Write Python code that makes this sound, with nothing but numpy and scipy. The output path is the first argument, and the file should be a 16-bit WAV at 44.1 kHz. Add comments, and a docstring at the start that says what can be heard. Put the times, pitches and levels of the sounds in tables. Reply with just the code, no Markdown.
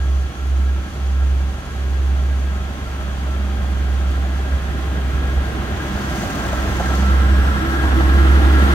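"""Two underfloor diesel engines drive a railcar out of a country station and over a level crossing close by.
Their exhaust notes, nearly equal in frequency, beat under gear whine and a turbo whistle.
By spherical spreading the roar grows as the train nears, and its spectrum shifts from far to near.
At the crossing a hiss swells and the front wheels rumble and knock; the bogie rattles, the engine chugs."""
import sys
import numpy as np
from scipy import signal
from scipy.fft import rfft, irfft
from scipy.io import wavfile
from scipy.ndimage import map_coordinates

SR = 44100
rng = np.random.default_rng(int(sys.argv[2]) if len(sys.argv) > 2 else 0)


def store_pcm(level_fs):
    """Save levels as 16-bit WAV."""
    pcm = np.round(np.clip(level_fs, -1, 1) * 32767).astype(np.int16)
    wavfile.write(sys.argv[1], SR, np.atleast_2d(pcm).T)


N = 385434
TIME, BINS = np.arange(N) / SR, np.fft.rfftfreq(N, 1 / SR)

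# stereo field: (frequency [Hz], coherence [0-1], phase lead of the left [rad], left minus right [dB])
STEREO_FIELD = [(60, 0.79, 0.15, -2), (150, 1, 0.13, -1.1), (285, 0.98, 0.45, -2.5),
                (600, 0.75, 0.93, -0.7), (1220, 0.56, 1.49, 0.8), (2200, 0.27, 1.6, 0.5),
                (4080, 0.16, 1.77, -0.5), (7540, 0.032, 3.4, 1), (13000, 0.078, 2.9, -3)]
# swells of hiss and of hollow wheel rumble: (crest time [s], level [dB], half length [s], tilt [dB/octave])
HISS_SWELLS = [(6.23, -42.5, 0.39, 1), (6.65, -44, .33, 2.5), (6.98, -43.5, 0.21, -2.5)]
WHEEL_SWELLS = [(4.8, -47, 3.3, -7), (6.45, -40, 0.74, 7)]
# their spectra before the tilt: (frequency [Hz], relative density [dB])
HISS_SPECTRUM = [(1500, -20), (3000, -9), (4500, -1.5), (5300, -3.5), (6400, 1), (7400, -6.5),
                 (9000, -11.5), (15000, -15.5)]
WHEEL_SPECTRUM = [(250, -38), (450, -23), (590, 4.5), (680, 3), (760, 2.5), (900, -3), (1500, -55)]
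# dull knocks, wheels at the crossing, then two sharp engine chugs:
# (time [s], relative level [dB], centre frequency [Hz])
KNOCKS = [(6.235, -21, 662), (6.423, -23, 567), (6.529, -20, 660), (6.799, -14.5, 605), (6.903, -20.5, 740),
          (7.835, -20, 905), (8.0, -18, 1120)]
# hums and whines with their own pitch and level curves: (time [s], frequency [Hz], level [dB])
GROWL = [(4, 322.5, -65), (6.5, 317, -48), (7.3, 322.3, -38), (8, 328.4, -25), (8.74, 341.3, -30)]
DRONE = [(0, 204, -51), (2.7, 202, -40.5), (3.4, 201, -38), (4.5, 201, -49), (5.5, 201.6, -43.5),
         (5.9, 201, -34), (7.0, 200.5, -32), (7.7, 203, -39.5), (8.74, 206, -41.5)]  # the engine's hum near 200 Hz
CONVERTER = [(0, 1327, -52), (.8, 1314, -47.5), (1.6, 1297, -56), (2.8, 1255, -49), (3.6, 1243, -49),
             (4.2, 1230, -90)]
REAR_GEARS = [(3.6, 1655, -75), (4.4, 1642, -46), (5.3, 1644, -41.5), (6.4, 1607, -42), (7.3, 1654, -40),
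              (7.9, 1628, -32), (8.74, 1655, -53)]
REAR_GEARS_LOW = [(6.8, 1281, -56), (7.5, 1340, -34), (8.2, 1316, -42), (8.74, 1335, -57)]  # the rear engine's lower gear whine
FAN = [(0, 324, -46), (1.4, 314.7, -48.5), (2.2, 309, -54), (3.5, 316, -82)]
TURBO = [(0, 7750, -71), (2, 7960, -65), (4.5, 8000, -62), (6.3, 7870, -61), (7.5, 7860, -54),
         (8.1, 8060, -56), (8.74, 8360, -53)]
INTAKE = [(6.6, 5520, -77), (7.3, 5560, -51), (8, 5590, -55), (8.74, 5700, -64)]
# engine and rolling noise: (frequency [Hz], relative density far [dB], relative density near [dB])
RUMBLE_SPECTRA = [(20, -12, -24), (34, -7.5, -18), (50, 0, -0.5), (76, 5, 9), (115, 2.5, -5.5),
                  (161, 0.5, -3), (202, -4, 0.5), (241, -2.5, -2), (336, -9, 0.5), (364, -3.5, -7.5),
                  (485, -15, -12), (690, -50, -61)]
ROAR_SPECTRA = [(280, -17, -27), (437, -6, -3), (629, 3, 0.5), (708, -3, 0), (770, 3.5, 2), (844, -3.5, -2),
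                (1130, -3, -1), (1350, -2, 3), (1560, -2.5, 0.5), (2020, -6.5, -3), (2230, -7, -9.5),
                (3290, -8.5, -9.5), (4340, -17, -17.5), (7700, -35, -42.5)]
FIZZ_SPECTRA = [(2500, -5, -20), (4700, 7, 6.5), (5100, 1.5, 3), (5970, 7.5, 5.5), (6830, 7, 4.5),
                (7420, -0.5, 0), (9000, -2, -0.5), (10800, -3, -1.5), (12000, -5.5, 2), (13300, -6, -5.5),
                (15800, -25, -7)]
# gear meshes: (order [per crank turn, rounded in use], far [dB], near [dB], open gain [dB], width [Hz])
GEAR_MESHES = [(60, -49.5, -41.5, 9.5, 4.6), (71.5, -48, -41, 5.5, 12)]
# crank tones: (order [per crank turn, rounded to halves in use], far [dB], near [dB], scattered [0-1])
CRANK_ORDERS = [(2, -41, -35, 0.64), (4, -59, -45, 1), (6, -49, -36.5, 0.15), (8, -47, -36.5, 0.63),
                (12, -54, -43, 0.63), (35.74, -55, -41.5, 0.57), (47.66, -53, -38, 0.95),
                (146.4, -56, -48.5, 0.47)]
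# deep exhaust booms: (crest time [s], level [dB], frequency [Hz], half length [s])
BOOMS = [(4.55, -16, 66, 0.026), (5.383, -14.5, 65, 0.022), (5.736, -25.5, 87, 0.033),
         (7.329, -19, 88, 0.031)]
# moments when the engines are in antiphase: (time [s], rear amplitude over front [0-1])
BEAT_MINIMA = [(.34, 1), (.9, 0.98), (1.63, 0.84), (2.782, 0.53), (4.66, 0.34), (5.74, .33), (6.32, 0.8),
               (6.83, 0), (7.63, 0.7)]
# firing of the front engine: (time [s], rate [Hz])
FIRING_RATE = [(0, 68.1), (1.2, 67.9), (2.5, 67.6), (4, 67.1), (5.3, 67), (6.5, 66.6), (7.4, 66.9),
               (8, 67.8), (8.74, 68.8)]
# exhaust note of the front engine: (time [s], level [dB])
EXHAUST_LEVEL = [(0, -21.5), (1.92, -20), (3.66, -22.5), (4.34, -18), (5.8, -24), (6.22, -33), (7.06, -15),
                 (8.74, -15)]


def amp(db):
    """Amplitude ratio of a level in decibels."""
    return 10 ** (np.asarray(db) / 20)


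def unit(x):
    """Normalisation to an rms of 1."""
    return x / np.sqrt(np.mean(abs(x) ** 2) + 1e-20)


def bell(crest_s, half_s):
    """Gaussian envelope, down to 1/e at half_s from its crest."""
    return np.exp(-((TIME - crest_s) / half_s) ** 2)


def curves(rows):
    """Linear interpolation of a time table at every sample."""
    s, *columns = np.transpose(rows)
    return [np.interp(TIME, s, c) for c in columns]


def spectra(rows):
    """Log-frequency interpolation of a table at every bin."""
    hz, *columns = np.transpose(rows)
    return [np.interp(np.log(BINS + 1), np.log(hz), c) for c in columns]


def drift(width_hz, count=8192):
    """Random modulation: low-passed complex noise with an rms of 1."""
    hz = np.fft.fftfreq(count, N / SR / count)
    white = rng.standard_normal(count) + 1j * rng.standard_normal(count)
    slow = np.fft.ifft(white / (1 + (hz / width_hz) ** 2))
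    return unit(np.interp(np.linspace(0, count - 1, N), np.arange(count), slow))


def stereo_field():
    """Coherence between two points, and the complex gain at each, per bin."""
    coherence, lead, balance_db = spectra(STEREO_FIELD)
    left = amp(balance_db / 2) * np.exp(.5j * lead)
    return np.clip(coherence, 0, 1), np.array([left, 1 / left])


def cohere(a, b, coherence):
    """Partial coherence: two independent signals mix into a correlated pair."""
    return np.array([a, coherence * a + np.sqrt(1 - coherence ** 2) * b])


def noise(spectrum_db, field):
    """Spectral shaping of stereo noise; the mean of both sides has an rms of 1."""
    coherence, sides = field
    a, b = rfft(rng.standard_normal((2, N)))
    x = irfft(cohere(a, b, coherence) * sides * amp(spectrum_db), N)
    return x / x.mean(0).std()


def tone(cycles, scatter, width_hz, field):
    """Multipath: a tone arrives partly direct, partly scattered by ground, fences and trees."""
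    mean_bin = min(int(abs(cycles[-1])), len(BINS) - 1)
    coherence, sides = field[0][mean_bin], field[1][:, mean_bin, None]
    scattered = cohere(drift(width_hz), drift(width_hz), coherence)
    paths = np.sqrt(1 - scatter) + np.sqrt(scatter) * scattered
    return np.sqrt(2) * (sides * paths * np.exp(2j * np.pi * cycles)).real


def approach(start_m=59.6, speed_m_s=3.8, accel_m_s2=0.42, offset_m=6.1):
    """Spherical spreading: gain in dB as the train accelerates along a straight track."""
    along = start_m - speed_m_s * TIME - accel_m_s2 * TIME ** 2 / 2
    distance = np.hypot(along, offset_m)
    return 20 * np.log10(distance[0] / distance)


def bearing(x, near, lead_s=.00008):
    """Path difference: sound reaches the left earlier as the train draws alongside."""
    left_time = TIME + lead_s * near ** 6
    return np.array([map_coordinates(x[0], [left_time * SR], order=5, mode="nearest"), x[1]])


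def bogie_rattle(near, field, per_s=14, level_db=-29, decay_s=0.014, hz=1000, rolloff_db=7):
    """Poisson impacts in the bogie decay exponentially, audible only close by."""
    hits = (rng.random(N) < per_s / SR) * rng.uniform(.4, 1, N)
    bursts = signal.lfilter([1], [1, -np.exp(-1 / (decay_s * SR))], hits)
    spectrum_db = -rolloff_db * np.log2((BINS + 1) / hz) ** 2
    return amp(level_db) * near ** 6 * bursts * noise(spectrum_db, field)


def crossing_swells(rows, spectrum, field, flicker_db):
    """Amplitude modulation: hiss or wheel rumble flickers under Gaussian envelopes."""
    low_hz, high_hz = spectrum[0][0], spectrum[-1][0]
    octaves = np.log2(np.clip(BINS, low_hz, high_hz) / low_hz)
    base_db = spectra(spectrum)[0]
    total = sum(amp(db) * bell(s, half) * noise(base_db + tilt * octaves, field)
                for s, db, half, tilt in rows)
    return total * amp(flicker_db * drift(45).real)


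def knocks(t60_s=0.11, band_ratio=1.3, level_db=-5):
    """Damped transients: dull wheel knocks at the crossing, then two sharp engine chugs."""
    out = np.zeros((2, N))
    t = np.arange(SR // 4) / SR
    for s, db, hz in KNOCKS:
        band = signal.butter(2, [hz / band_ratio, hz * band_ratio], "band", fs=SR, output="sos")
        excitation = rng.standard_normal(len(t)) + .5 * rng.standard_normal((2, len(t)))
        ring = unit(signal.sosfilt(band, excitation))
        start = int(s * SR)
        out[:, start:start + len(t)] += amp(db + level_db - 60 * t / t60_s) * ring
    return out


def whine(rows, field, scatter, width_hz):
    """Periodic forcing: a hum or whine follows its pitch and level curves."""
    hz, db = curves(rows)
    return amp(db) * tone(np.cumsum(hz) / SR, scatter, width_hz, field)


def throb(crank, near, far_depth=.05, near_depth=0.33, sharpness=6.8, crest_s=8.45):
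    """Modulation by one chug per four-stroke cycle; echoes make it shallow at a distance."""
    cycles = (crank - np.interp(crest_s, TIME, crank)) / 2
    chug = np.exp(sharpness * (np.cos(2 * np.pi * cycles) - 1))
    depth = far_depth + (near_depth - far_depth) * near ** 4
    return 1 + depth * (chug - chug.mean())


def rush(rows, near, field):
    """Incoherent addition: far and near noise cross-fade at equal power."""
    far_db, near_db = spectra(rows)
    return np.sqrt(1 - near) * noise(far_db, field) + np.sqrt(near) * noise(near_db, field)


def running_noise(crank, firings, closer_db, near, field):
    """Broadband engine and rolling noise grows with nearness; firing and rotation modulate its body."""
    surge_db = 2.4 * bell(5.6, 1)  # before the crossing
    deck_db = 2.2 * bell(6.37, 0.78)  # the front wheels run onto it
    rumble_gain = amp(-34.5 + 1.03 * closer_db + surge_db + .5 * drift(3.3).real)
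    roar_gain = amp(-40.5 + 1.118 * closer_db + deck_db)
    fizz_gain = np.hypot(amp(-51.5), amp(-60 + 1.23 * closer_db)) * amp(0.94 * drift(15).real)
    pulse = 1 + 0.047 * np.cos(2 * np.pi * firings) + 0.038 * np.cos(2 * np.pi * crank)
    rumble = rumble_gain * rush(RUMBLE_SPECTRA, near, field)
    roar = roar_gain * throb(crank, near) * rush(ROAR_SPECTRA, near, field)
    return (rumble + roar) * pulse + fizz_gain * rush(FIZZ_SPECTRA, near, field)


def gear_whine(crank, near, field, scatter=0.58, flare_db=3.6, open_s=6.72, opening_s=0.17):
    """Tooth-mesh tones flare at random and rise on leaving the acoustic shadow of lineside cabinets."""
    in_open = .5 + .5 * np.tanh((TIME - open_s) / opening_s)
    out = 0
    for order, far_db, near_db, open_db, width_hz in GEAR_MESHES:
        level_db = far_db + (near_db - far_db) * near + open_db * in_open + flare_db * drift(14).real
        out += amp(level_db) * tone(crank * np.round(order), scatter, width_hz, field)
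    return throb(crank, near) * out


def crank_tones(crank, near, field, width_hz=1.0, hz_per_order=0.25):
    """Harmonics of the four-stroke cycle, whose line width grows with their order."""
    out = 0
    for order, far_db, near_db, scatter in CRANK_ORDERS:
        level_db = far_db + (near_db - far_db) * near
        cycles = crank * np.round(2 * order) / 2
        out += amp(level_db) * tone(cycles, scatter, width_hz + hz_per_order * order, field)
    return out


def exhaust(firings, field, flutter=0.06, lope=0.024, first_beat_s=0.45, last_beat_s=1.44):
    """Interference: two exhaust notes beat, lope from unequal cylinders, and now and then boom."""
    level_db, rear = curves(EXHAUST_LEVEL)[0], curves(BEAT_MINIMA)[0]
    minima = [s for s, _ in BEAT_MINIMA]
    opposed = [minima[0] - first_beat_s, *minima, minima[-1] + last_beat_s]
    lag = 2 * np.pi * np.interp(TIME, opposed, np.arange(len(opposed)))  # rear loses a firing per beat
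    pair = np.exp(2j * np.pi * firings) * (1 - rear * np.exp(-1j * lag))
    uneven = 1 + flutter * drift(14) + lope * np.cos(np.pi * firings / 3)
    note = np.sqrt(2) * amp(level_db) * pair * uneven
    for s, db, hz, half in BOOMS:
        phase = np.angle(note[int(s * SR)]) + 2 * np.pi * hz * (TIME - s)  # in step at the crest
        note += amp(db) * bell(s, half) * np.exp(1j * phase)
    sides = field[1][:, int(firings[-1]), None]
    return (sides * note).real


def scene():
    """Superposition of all the train's sources in stereo."""
    field, closer_db = stereo_field(), approach()
    near = np.clip(closer_db / 11, 0, 1)  # the timbre is fully near after 11 dB of approach
    firings = np.cumsum(curves(FIRING_RATE)[0]) / SR
    crank = firings / 3  # turns: six cylinders fire three times in each
    engines = exhaust(firings, field) + crank_tones(crank, near, field) + gear_whine(crank, near, field)
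    engines += running_noise(crank, firings, closer_db, near, field)
    whines = (whine(GROWL, field, scatter=0.76, width_hz=18)
              + whine(DRONE, field, scatter=0.86, width_hz=2.1)
              + whine(CONVERTER, field, scatter=0.86, width_hz=5.8)
              + whine(REAR_GEARS, field, scatter=0.98, width_hz=6.1)
              + whine(REAR_GEARS_LOW, field, scatter=0.77, width_hz=38)
              + whine(FAN, field, scatter=0.06, width_hz=2.9)
              + whine(TURBO, field, scatter=0.99, width_hz=120)
              + whine(INTAKE, field, scatter=0.95, width_hz=80))
    wheels = crossing_swells(WHEEL_SWELLS, WHEEL_SPECTRUM, field, flicker_db=6)
    transients = knocks() + bogie_rattle(near, field)
    hiss = crossing_swells(HISS_SWELLS, HISS_SPECTRUM, field, flicker_db=2.5)
    return bearing(engines + whines + wheels + transients + hiss, near)


def record(dry):
    """Band limiting: a low-pass filter follows a brief taper at each end."""
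    taper = signal.windows.tukey(N, .0005)
    low_pass = signal.firwin(511, 15850, window=("kaiser", 9), fs=SR)
    return signal.oaconvolve(dry * taper, low_pass[None], "same")


dry = scene()
out = record(dry)
store_pcm(out)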